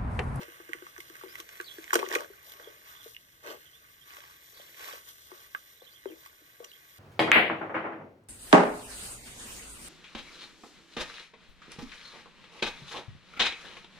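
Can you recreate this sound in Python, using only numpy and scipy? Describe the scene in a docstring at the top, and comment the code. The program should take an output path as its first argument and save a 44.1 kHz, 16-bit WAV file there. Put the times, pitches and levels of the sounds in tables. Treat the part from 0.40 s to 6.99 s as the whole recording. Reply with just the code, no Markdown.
"""Dog chewing at a carcass on dry grass

Filtered grainy noise gives the snuffling, tearing, ripping and rustling; damped tones give the jaw knocks,
ringing tones with noise bursts the snaps of bone and sinew, and gliding tones a far bird.
All of it plays from a small loudspeaker in a quiet room and reaches two microphone ports a hand apart,
where low room rumble and steady hiss lie underneath."""
import sys
import numpy as np
from scipy import signal
from scipy.fft import rfft, irfft, next_fast_len
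from scipy.io import wavfile
from scipy.ndimage import uniform_filter1d, map_coordinates

SR = 44100
rng = np.random.default_rng(int(sys.argv[2]) if len(sys.argv) > 2 else 0)


def master(y):
    """Save y as 16-bit WAV."""
    cut = np.clip(np.atleast_2d(y).T, -1, 1)
    pcm = np.round(cut * 32767)  # scale
    wavfile.write(sys.argv[1], SR, pcm.astype(np.int16))


N = 290465


def gain_of(db):
    """Level to amplitude: 20 dB is a factor of ten."""
    return 10 ** (np.asarray(db) / 20)


def evened(x):
    """Normalisation by mean power: scales to rms 1."""
    return x / np.sqrt(np.mean(x ** 2) + 1e-20)


def read(points, hz):
    """Interpolation on a logarithmic frequency axis."""
    f, value = np.transpose(points)
    return np.interp(np.log(hz + 1), np.log(f + 1), value)


def add(mix, s, sound):
    """Superposition: adds a sound to the mix from second s."""
    part = mix[max(round(s * SR), 0):][:len(sound)]
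    part += sound[:len(part)]


def coloured(x, spectrum):
    """Linear filtering: weights the spectrum of x by a table of levels, then scales to rms 1."""
    hz = np.fft.rfftfreq(len(x), 1 / SR)
    shaped = rfft(x) * gain_of(read(spectrum, hz))
    return evened(irfft(shaped, len(x)))


def grains(per_s, spread_db, wash):
    """Shot noise: random bursts of uneven size over a share of plain noise."""
    size_db = spread_db * np.minimum(rng.exponential(1, N), 4)
    clicks = gain_of(size_db) * (rng.random(N) < per_s / SR)
    bursts = evened(uniform_filter1d(clicks, size=40))
    return rng.standard_normal(N) * (wash + bursts)


def chewing():
    """Turbulence and fracture noise: nasal air, parting flesh and rubbed grass as coloured grainy noises."""
    # steady working of the muzzle: t/s, wet tearing level/dB, grass rustle level/dB
    steady = [(0, -56.5, -62), (.5, -59.5, -57.5), (.9, -58.5, -57.5), (1.3, -58, -53.5), (1.5, -55.5, -55),
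              (1.98, -63, -60.5), (2.35, -59, -59), (2.7, -67, -61), (2.96, -66.5, -62), (3.3, -64.5, -59),
              (3.6, -66, -59), (4.0, -64, -57.5), (4.3, -60.5, -55), (4.8, -64, -55), (5.35, -63.5, -59),
              (5.65, -65.5, -61), (6.0, -65, -62), (6.59, -63, -58.5)]
    # relative spectral density of each noise: f/Hz, level/dB
    nose_spectrum = [(200, -8.5), (350, 1), (600, 7), (900, -2), (1500, -11.5), (4000, -77)]
    flesh_spectrum = [(500, -3.5), (900, -4), (2000, 3.5), (3500, -7.5), (5000, -11), (10000, -5)]
    fibre_spectrum = [(500, -7), (1000, 3), (2000, 1), (3300, -5), (4600, -3.5), (10000, -10.5)]
    grass_spectrum = [(1500, -41), (3500, 2.5), (5500, 0), (9000, 0), (14000, 4.5)]
    nose_under_db = -12.5  # steady snuffle relative to the tearing

    s, *levels_db = np.transpose(steady)
    t = np.arange(N) / SR
    tearing, rustle = (gain_of(np.interp(t, s, db)) for db in levels_db)
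    snort, ripping, swish = tugs()
    snuffle = np.hypot(gain_of(nose_under_db) * tearing, snort)  # powers add

    nose = coloured(grains(300, 3.2, wash=1.8), nose_spectrum)
    flesh = coloured(grains(400, 3.4, wash=2.6), flesh_spectrum)
    fibres = coloured(grains(350, 4, wash=1.4), fibre_spectrum)  # coarser: single fibres give way
    stalks = coloured(grains(300, 4, wash=1.6), grass_spectrum)
    grass = coloured(grains(500, 3.6, wash=3.8), grass_spectrum)

    # slow level wander, 1.3 dB rms: one for the flesh, one for the grass
    wander = [evened(uniform_filter1d(v, size=2500)) for v in rng.standard_normal((2, N))]
    uneven_flesh, uneven_grass = gain_of(1.3 * np.array(wander))
    torn = (tearing * flesh + ripping * fibres) * uneven_flesh
    rubbed = (rustle * grass + swish * stalks) * uneven_grass
    return snuffle * nose + torn + rubbed


def tugs():
    """Amplitude envelopes: each tug or snort is a hump that rises a little faster than it falls."""
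    # tugs and snorts: t/s, length/s, snuffle level/dB, ripping level/dB, rustle level/dB
    pulls = [(0, 0.055, -55.5, -50.5, -68), (0.57, 0.095, -87, -81, -57.5), (0.973, 0.046, -80, -56, -47),
             (1.548, 0.024, -33, -38, -56), (1.553, 0.094, -42, -46.5, -64),
             (1.617, 0.088, -62, -51.5, -65), (1.69, 0.088, -43, -44.5, -51), (1.723, 0.055, -42, -46, -52),
             (1.752, 0.12, -47, -51.5, -73), (2.002, 0.25, -64, -61.5, -52.5), (2.173, 0.22, -61, -64, -64),
             (2.433, 0.19, -91, -59.5, -56.5), (2.557, 0.24, -83, -63.5, -53.5),
             (3.021, 0.17, -46.5, -51, -61), (3.637, 0.35, -87, -58, -57.5), (4.116, 0.2, -65.5, -63, -74),
             (4.344, 0.3, -59.5, -49.5, -49), (4.664, 0.067, -88, -56, -51), (4.847, 0.25, -68.5, -63, -81),
             (5.654, 0.15, -66, -86, -65.5), (5.737, 0.24, -74, -64.5, -57), (6.202, 0.1, -61, -86, -79)]
    peak_at, sharpness = 0.35, 1.2  # share of the length spent rising; exponent of the sine hump
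    out = np.zeros((3, N))
    for s, length, *levels_db in pulls:
        u = np.linspace(0, 1, round(length * SR))
        hump = np.sin(np.pi * np.interp(u, [0, peak_at, 1], [0, .5, 1])) ** sharpness
        for row, db in zip(out, levels_db):
            add(row, s, gain_of(db) * hump)
    return out


def snaps():
    """Impulsive fracture: a short damped ring roughened by noise, with a wide bright crack."""
    # snaps of bone, sinew and spit: t/s, ring level/dB, ring f/Hz, crack level/dB relative to the ring
    breaks = [(0.202, -39, 1090, -27), (0.292, -40, 1620, -6), (0.3334, -27, 1970, -9.5),
              (0.423, -42, 1570, -16), (0.4669, -45, 1270, -4), (0.564, -42, 1750, -22),
              (0.5802, -39, 1730, 0), (0.604, -33.5, 2130, -3.5), (0.6994, -45.5, 1610, 3),
              (0.7546, -42.5, 1710, 1), (0.767, -45, 1720, 5), (0.812, -40.5, 1320, -26),
              (0.836, -37.5, 960, -22), (0.9552, -31.5, 1980, -6), (1.0018, -46.5, 1140, 15.5),
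              (1.0911, -46.5, 1840, 10), (1.2007, -26.5, 1670, -37), (1.212, -42, 1500, 7),
              (1.3841, -39, 1700, -6), (1.4422, -40, 2180, 3), (1.479, -40.5, 2000, -23),
              (1.507, -28, 1770, -12), (1.5225, -53, 2010, 9), (1.5313, -19, 1195, -5.5),
              (1.5348, -17.5, 970, 0.5), (1.542, -25, 2530, 11.5), (1.5553, -19, 1495, 5),
              (1.5926, -26.5, 2280, -3), (1.5974, -28.5, 2600, -5), (1.629, -25, 935, -23),
              (1.6546, -38.5, 2950, -35), (1.66, -39, 3380, -14), (1.664, -34.5, 1900, -22),
              (1.688, -40, 6300, 11), (1.7012, -35.5, 1670, -8), (1.709, -46, 2540, 12),
              (1.7154, -29, 1780, -12), (1.719, -33, 1700, -10), (1.727, -33.5, 1700, 7.5),
              (1.74, -35, 1510, -1), (1.7522, -18, 2430, -1.5), (1.7562, -21, 1900, -5.5),
              (1.7599, -20, 487, -30), (1.786, -35, 2550, -6), (1.8457, -39.5, 1690, -9),
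              (1.934, -48.5, 1480, -25), (2.198, -46, 1560, -18), (2.748, -46, 2860, -11),
              (2.766, -37, 2900, -37), (4.917, -44.5, 1070, -17), (5.149, -27, 1600, -32),
              (5.6562, -35, 910, -27), (5.861, -42, 1110, 3.5), (6.2431, -43.5, 3130, -15),
              (6.246, -34.5, 5850, -1), (6.317, -45, 2930, -4)]
    # relative spectral density of the crack: f/Hz, level/dB
    crack_spectrum = [(1500, -13.5), (4000, -13), (8000, -8.5), (14000, -16)]
    crack_rise_s, crack_t60_s = .0005, .009
    out, t = np.zeros(N), np.arange(SR // 20) / SR
    onset = np.sin(np.pi / 2 * np.minimum(t / .0007, 1)) ** 2
    noises = rng.standard_normal((len(breaks), 2, len(t)))
    for (s, db, hz, crack_db), (ring_noise, crack_noise) in zip(breaks, noises):
        resonance = [(hz / 3, -22), (hz, 0), (hz * 1.24, -7), (hz * 4, -34), (SR / 2, -60)]
        rough = coloured(ring_noise, resonance)
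        ring_t60_s = .009 + 5.5 / hz  # higher rings die sooner
        ring = (np.sin(2 * np.pi * hz * t) + 0.52 * rough) * gain_of(-60 * t / ring_t60_s)
        crack = gain_of(crack_db - 60 * t / crack_t60_s) * coloured(crack_noise, crack_spectrum)
        crack *= np.minimum(t / crack_rise_s, 1)
        add(out, s - .0005, gain_of(db) * onset * (ring + crack))
    return out


def knocks():
    """Damped modes: a dull blow in the jaw sounds two close tones that die away together."""
    # jaw and bone knocks: t/s, level/dB, f/Hz of the lower tone at the onset
    blows = [(0.003, -40.5, 371), (0.083, -46.5, 351), (0.201, -47, 350), (0.293, -40, 346),
             (0.35, -44.5, 353), (0.423, -43, 368), (0.585, -46, 356), (0.7, -46.5, 343),
             (0.838, -39.5, 383), (0.864, -44.5, 363), (0.998, -48.5, 345), (1.201, -41, 363),
             (1.385, -39.5, 340), (1.534, -30.5, 376), (1.556, -22.5, 357), (1.594, -28.5, 500),
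             (1.603, -37, 406), (1.631, -31, 393), (1.675, -38, 375), (1.712, -35.5, 390),
             (1.903, -42.5, 418), (2.2, -46, 517), (2.273, -40, 451), (2.662, -42, 462),
             (3.785, -48.5, 590), (4.2, -46, 580), (4.536, -41.5, 550), (4.919, -43, 377),
             (5.422, -44, 534), (5.659, -29.5, 403), (5.703, -39.5, 336), (5.722, -41, 343),
             (6.016, -54, 310), (6.204, -36.5, 496)]
    sag_per_s = 1.33  # phase bend of the lower tone: its pitch sinks by twice this share per second
    out, t = np.zeros(N), np.arange(SR // 5) / SR
    rise = 1 - np.exp(-t / 0.00014)
    for (s, db, hz), (a, b) in zip(blows, rng.random((len(blows), 2))):
        lower = np.sin(2 * np.pi * hz * (t - sag_per_s * t ** 2))
        upper = np.sin(2 * np.pi * (hz * (1.194 + 0.2 * a) * t + b))
        decay = gain_of(db - 60 * t * hz / 24)  # falls 60 dB in 24 cycles
        add(out, s - .002, decay * rise * (lower + 0.4 * upper))
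    return out


def bird():
    """Frequency modulation: thin gliding whistles, broken up by moving air and smeared by echoes."""
    # bird notes, each one glide: t/s, length/s, start f/Hz, end f/Hz, level/dB before the overall trim
    notes = [(.882, .04, 4600, 5200, -57), (1.24, .027, 4350, 4800, -52), (1.258, .011, 4250, 3600, -50),
             (1.267, .009, 3600, 4300, -53), (1.278, .011, 4300, 2950, -51), (1.288, .017, 2900, 3400, -57),
             (1.3, .022, 3350, 3350, -53), (2.23, .026, 3700, 3100, -65), (2.256, .03, 3150, 3450, -65),
             (2.55, .038, 3300, 3750, -63), (2.588, .04, 3700, 3150, -63), (3.25, .035, 3150, 3200, -64),
             (3.325, .04, 3200, 3550, -68), (3.608, .04, 3050, 4000, -69), (4.14, .025, 4050, 4650, -63),
             (4.16, .018, 4100, 3750, -63), (4.176, .014, 4600, 4300, -60), (4.19, .026, 3050, 3350, -66),
             (4.228, .024, 3600, 4150, -65), (4.268, .016, 3050, 3500, -65), (5.357, .024, 3800, 3900, -66),
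             (5.4, .035, 3200, 4600, -64), (5.43, .028, 3700, 4100, -62), (5.46, .032, 3000, 3600, -65),
             (5.485, .025, 3100, 3750, -66), (5.503, .03, 3800, 4600, -62), (5.53, .028, 2900, 3500, -68),
             (5.554, .03, 3400, 2950, -67), (5.62, .04, 4100, 3700, -66), (5.66, .045, 3350, 3050, -68),
             (5.702, .033, 2650, 2300, -64), (6.268, .024, 4650, 4600, -64), (6.29, .016, 4600, 3700, -59),
             (6.325, .02, 2950, 3650, -68), (6.35, .022, 3600, 2950, -69)]
    trim_db, echo_gain, echo_t60_s = -3.5, .9, .13
    whistles = np.zeros(N)
    tremble_hz = uniform_filter1d(1500 * rng.standard_normal(N), size=120)  # varies below about 200 Hz
    for s, length, from_hz, to_hz, db in notes:
        count = round(length * SR)
        pitch = np.linspace(from_hz, to_hz, count) + tremble_hz[round(s * SR):][:count]
        tone = np.sin(2 * np.pi * np.cumsum(pitch) / SR)
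        add(whistles, s, np.sqrt(2) * gain_of(db) * signal.windows.tukey(count, .4) * tone)
    flutter = uniform_filter1d(rng.standard_normal(N), size=90)
    flutter = evened(uniform_filter1d(flutter, size=90))
    direct = gain_of(trim_db) * whistles * gain_of(4 * flutter)  # flutter of 4 dB rms
    t = np.arange(SR // 4) / SR
    echoes = rng.standard_normal(len(t)) * gain_of(-60 * t / echo_t60_s)
    echoes /= np.linalg.norm(echoes)
    return direct + echo_gain * signal.oaconvolve(direct, echoes)[:N]


def path(modes, hz):
    """Minimum-phase response of loudspeaker and port: band edges, peaks and dips, made causal."""
    low_hz, top_hz = 271.5, 14300  # each edge lies 10 Hz lower, since 10 Hz is added to the axis
    db = sum(g / (1 + (2 * (hz - f) / w) ** 2) for f, w, g in modes)
    db = db - 10 * np.log10(1 + (low_hz / (hz + 10)) ** 17.0)
    db = db - 24 / (1 + (top_hz / (hz + 10)) ** 150)  # a 24 dB step down
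    # folding the cepstrum onto positive times gives the phase that belongs to the level
    folded = irfft(np.log(gain_of(db)))
    folded[1:len(hz) - 1] *= 2
    folded[len(hz):] = 0
    return np.exp(rfft(folded))


def room(x):
    """Reverberation: sparse taps of random sign, separate for each port, each band with its own decay."""
    # reverberation time: f/Hz, t60/s
    decay_times = [(300, .22), (1000, 0.14), (4000, 0.063), (12000, 0.22)]
    taps = np.zeros((2, SR // 2))
    slots = np.arange(120, SR // 2 - 20, 20)
    at = slots + rng.integers(0, 20, (2, len(slots)))  # one tap in every 20 samples
    np.put_along_axis(taps, at, rng.choice([-1., 1.], at.shape), 1)
    hz, t, z = signal.stft(taps, SR, nperseg=256)
    decay = gain_of(-60 * t / read(decay_times, hz)[:, None])
    tail = signal.istft(z * decay, SR, nperseg=256)[1]
    return signal.fftconvolve(x[None], tail / np.linalg.norm(tail[0]), axes=1)[:, :N]


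def rumble():
    """Partial coherence: low room noise with a shared part and a weaker separate part at each port."""
    # relative spectral density of the rumble: f/Hz, level/dB
    spectrum = [(20, -17.5), (54, -9.5), (72, -2.5), (95, -11), (125, -4.5), (170, -12.5), (240, -17),
                (320, -11), (660, -100)]
    start_db, fade_db_per_s = -74.5, -.5  # level at the start, before the mixing weights below
    shared, left, right = (coloured(v, spectrum) for v in rng.standard_normal((3, N)))
    level = gain_of(start_db + fade_db_per_s * np.arange(N) / SR)
    return level * (shared + 0.58 * np.array([left, right])) / 0.75


def scene():
    """Propagation as linear filtering: direct sound and room tail through two paths, over rumble and hiss."""
    # peaks and dips from loudspeaker to each port: f/Hz, width/Hz, level/dB
    left_modes = [(274, 70, -6), (542, 704, 9), (760, 397, -11), (1173, 276, 16.5), (1743, 780, -8),
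                  (1717, 354, 7.5), (2615, 470, 11.5), (2890, 110, 4.5), (3720, 400, -10), (4130, 110, 6.5),
                  (4870, 40, -12), (6200, 2100, 9.5), (6990, 1340, -8), (8850, 520, 9.5), (9750, 480, 16),
                  (10000, 2190, -13.5), (13220, 920, 12)]
    right_modes = [(302, 95, -2.5), (869, 104, 14), (895, 525, -21), (1350, 937, 19.5), (1388, 214, -7.5),
                   (1727, 180, -5.5), (2010, 515, 4.5), (2660, 780, -3.5), (3120, 1130, 11.5),
                   (4090, 61, 3.5), (4610, 780, 6), (4916, 335, -19.5), (7500, 560, 3), (9630, 1040, -13),
                   (10000, 210, 1), (13300, 820, -4.5), (13900, 2100, -4)]
    # phase turn of the right port against the left, by reflections: f/Hz, phase/rad
    phase_turn = [(332, 1.01), (631, -.14), (1034, 4.11), (1732, 4.9), (3141, 11.23), (4354, 20.86),
                  (5513, 18.13), (5776, 20.99), (6520, 14.52), (7668, 28.01), (9100, 24.26), (11963, 44.47),
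                  (13369, 43.64)]
    # room tail relative to the direct sound: f/Hz, level/dB
    tail_level = [(300, -3), (1000, -10.5), (2500, -8), (6000, -5.5), (12000, -10.5)]
    port_lag_s, sway_s = 16 / 44100, 2.4e-5  # lag of the right direct sound; rms drift of the lag

    played = chewing() + snaps() + knocks() + bird()
    size = next_fast_len(N + SR // 2) * 2
    hz = np.fft.rfftfreq(size, 1 / SR)
    direct = rfft(played, size)
    tail = gain_of(read(tail_level, hz)) * rfft(room(played), size)
    turn = np.exp(1j * (read(phase_turn, hz) - 2 * np.pi * hz * port_lag_s))
    left_spectrum = path(left_modes, hz) * (direct + tail[0])
    right_spectrum = path(right_modes, hz) * (direct * turn + tail[1])
    left, right = irfft(np.array([left_spectrum, right_spectrum]), size)[:, :N]

    # the hand sways, so the lag between the ports drifts a little
    t = np.arange(N) / SR
    swings = (np.sin(2 * np.pi * (f * t + rng.random())) / np.sqrt(f) for f in np.geomspace(.3, 4, 12))
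    sway = evened(sum(swings))
    right = map_coordinates(right, [(t + sway_s * sway) * SR], order=5, mode="nearest")
    hiss = gain_of(-80.0) * rng.standard_normal((2, N))  # of the microphones
    return np.array([left, right]) + rumble() + hiss


def record(dry):
    """Band limitation: a symmetric low-pass filter removes the top of the spectrum."""
    edge_hz = 15278
    lowpass = signal.firwin(511, edge_hz, window=("kaiser", 9), fs=SR)
    return signal.oaconvolve(dry, lowpass[None], "same")


dry = scene()
out = record(dry)
master(out)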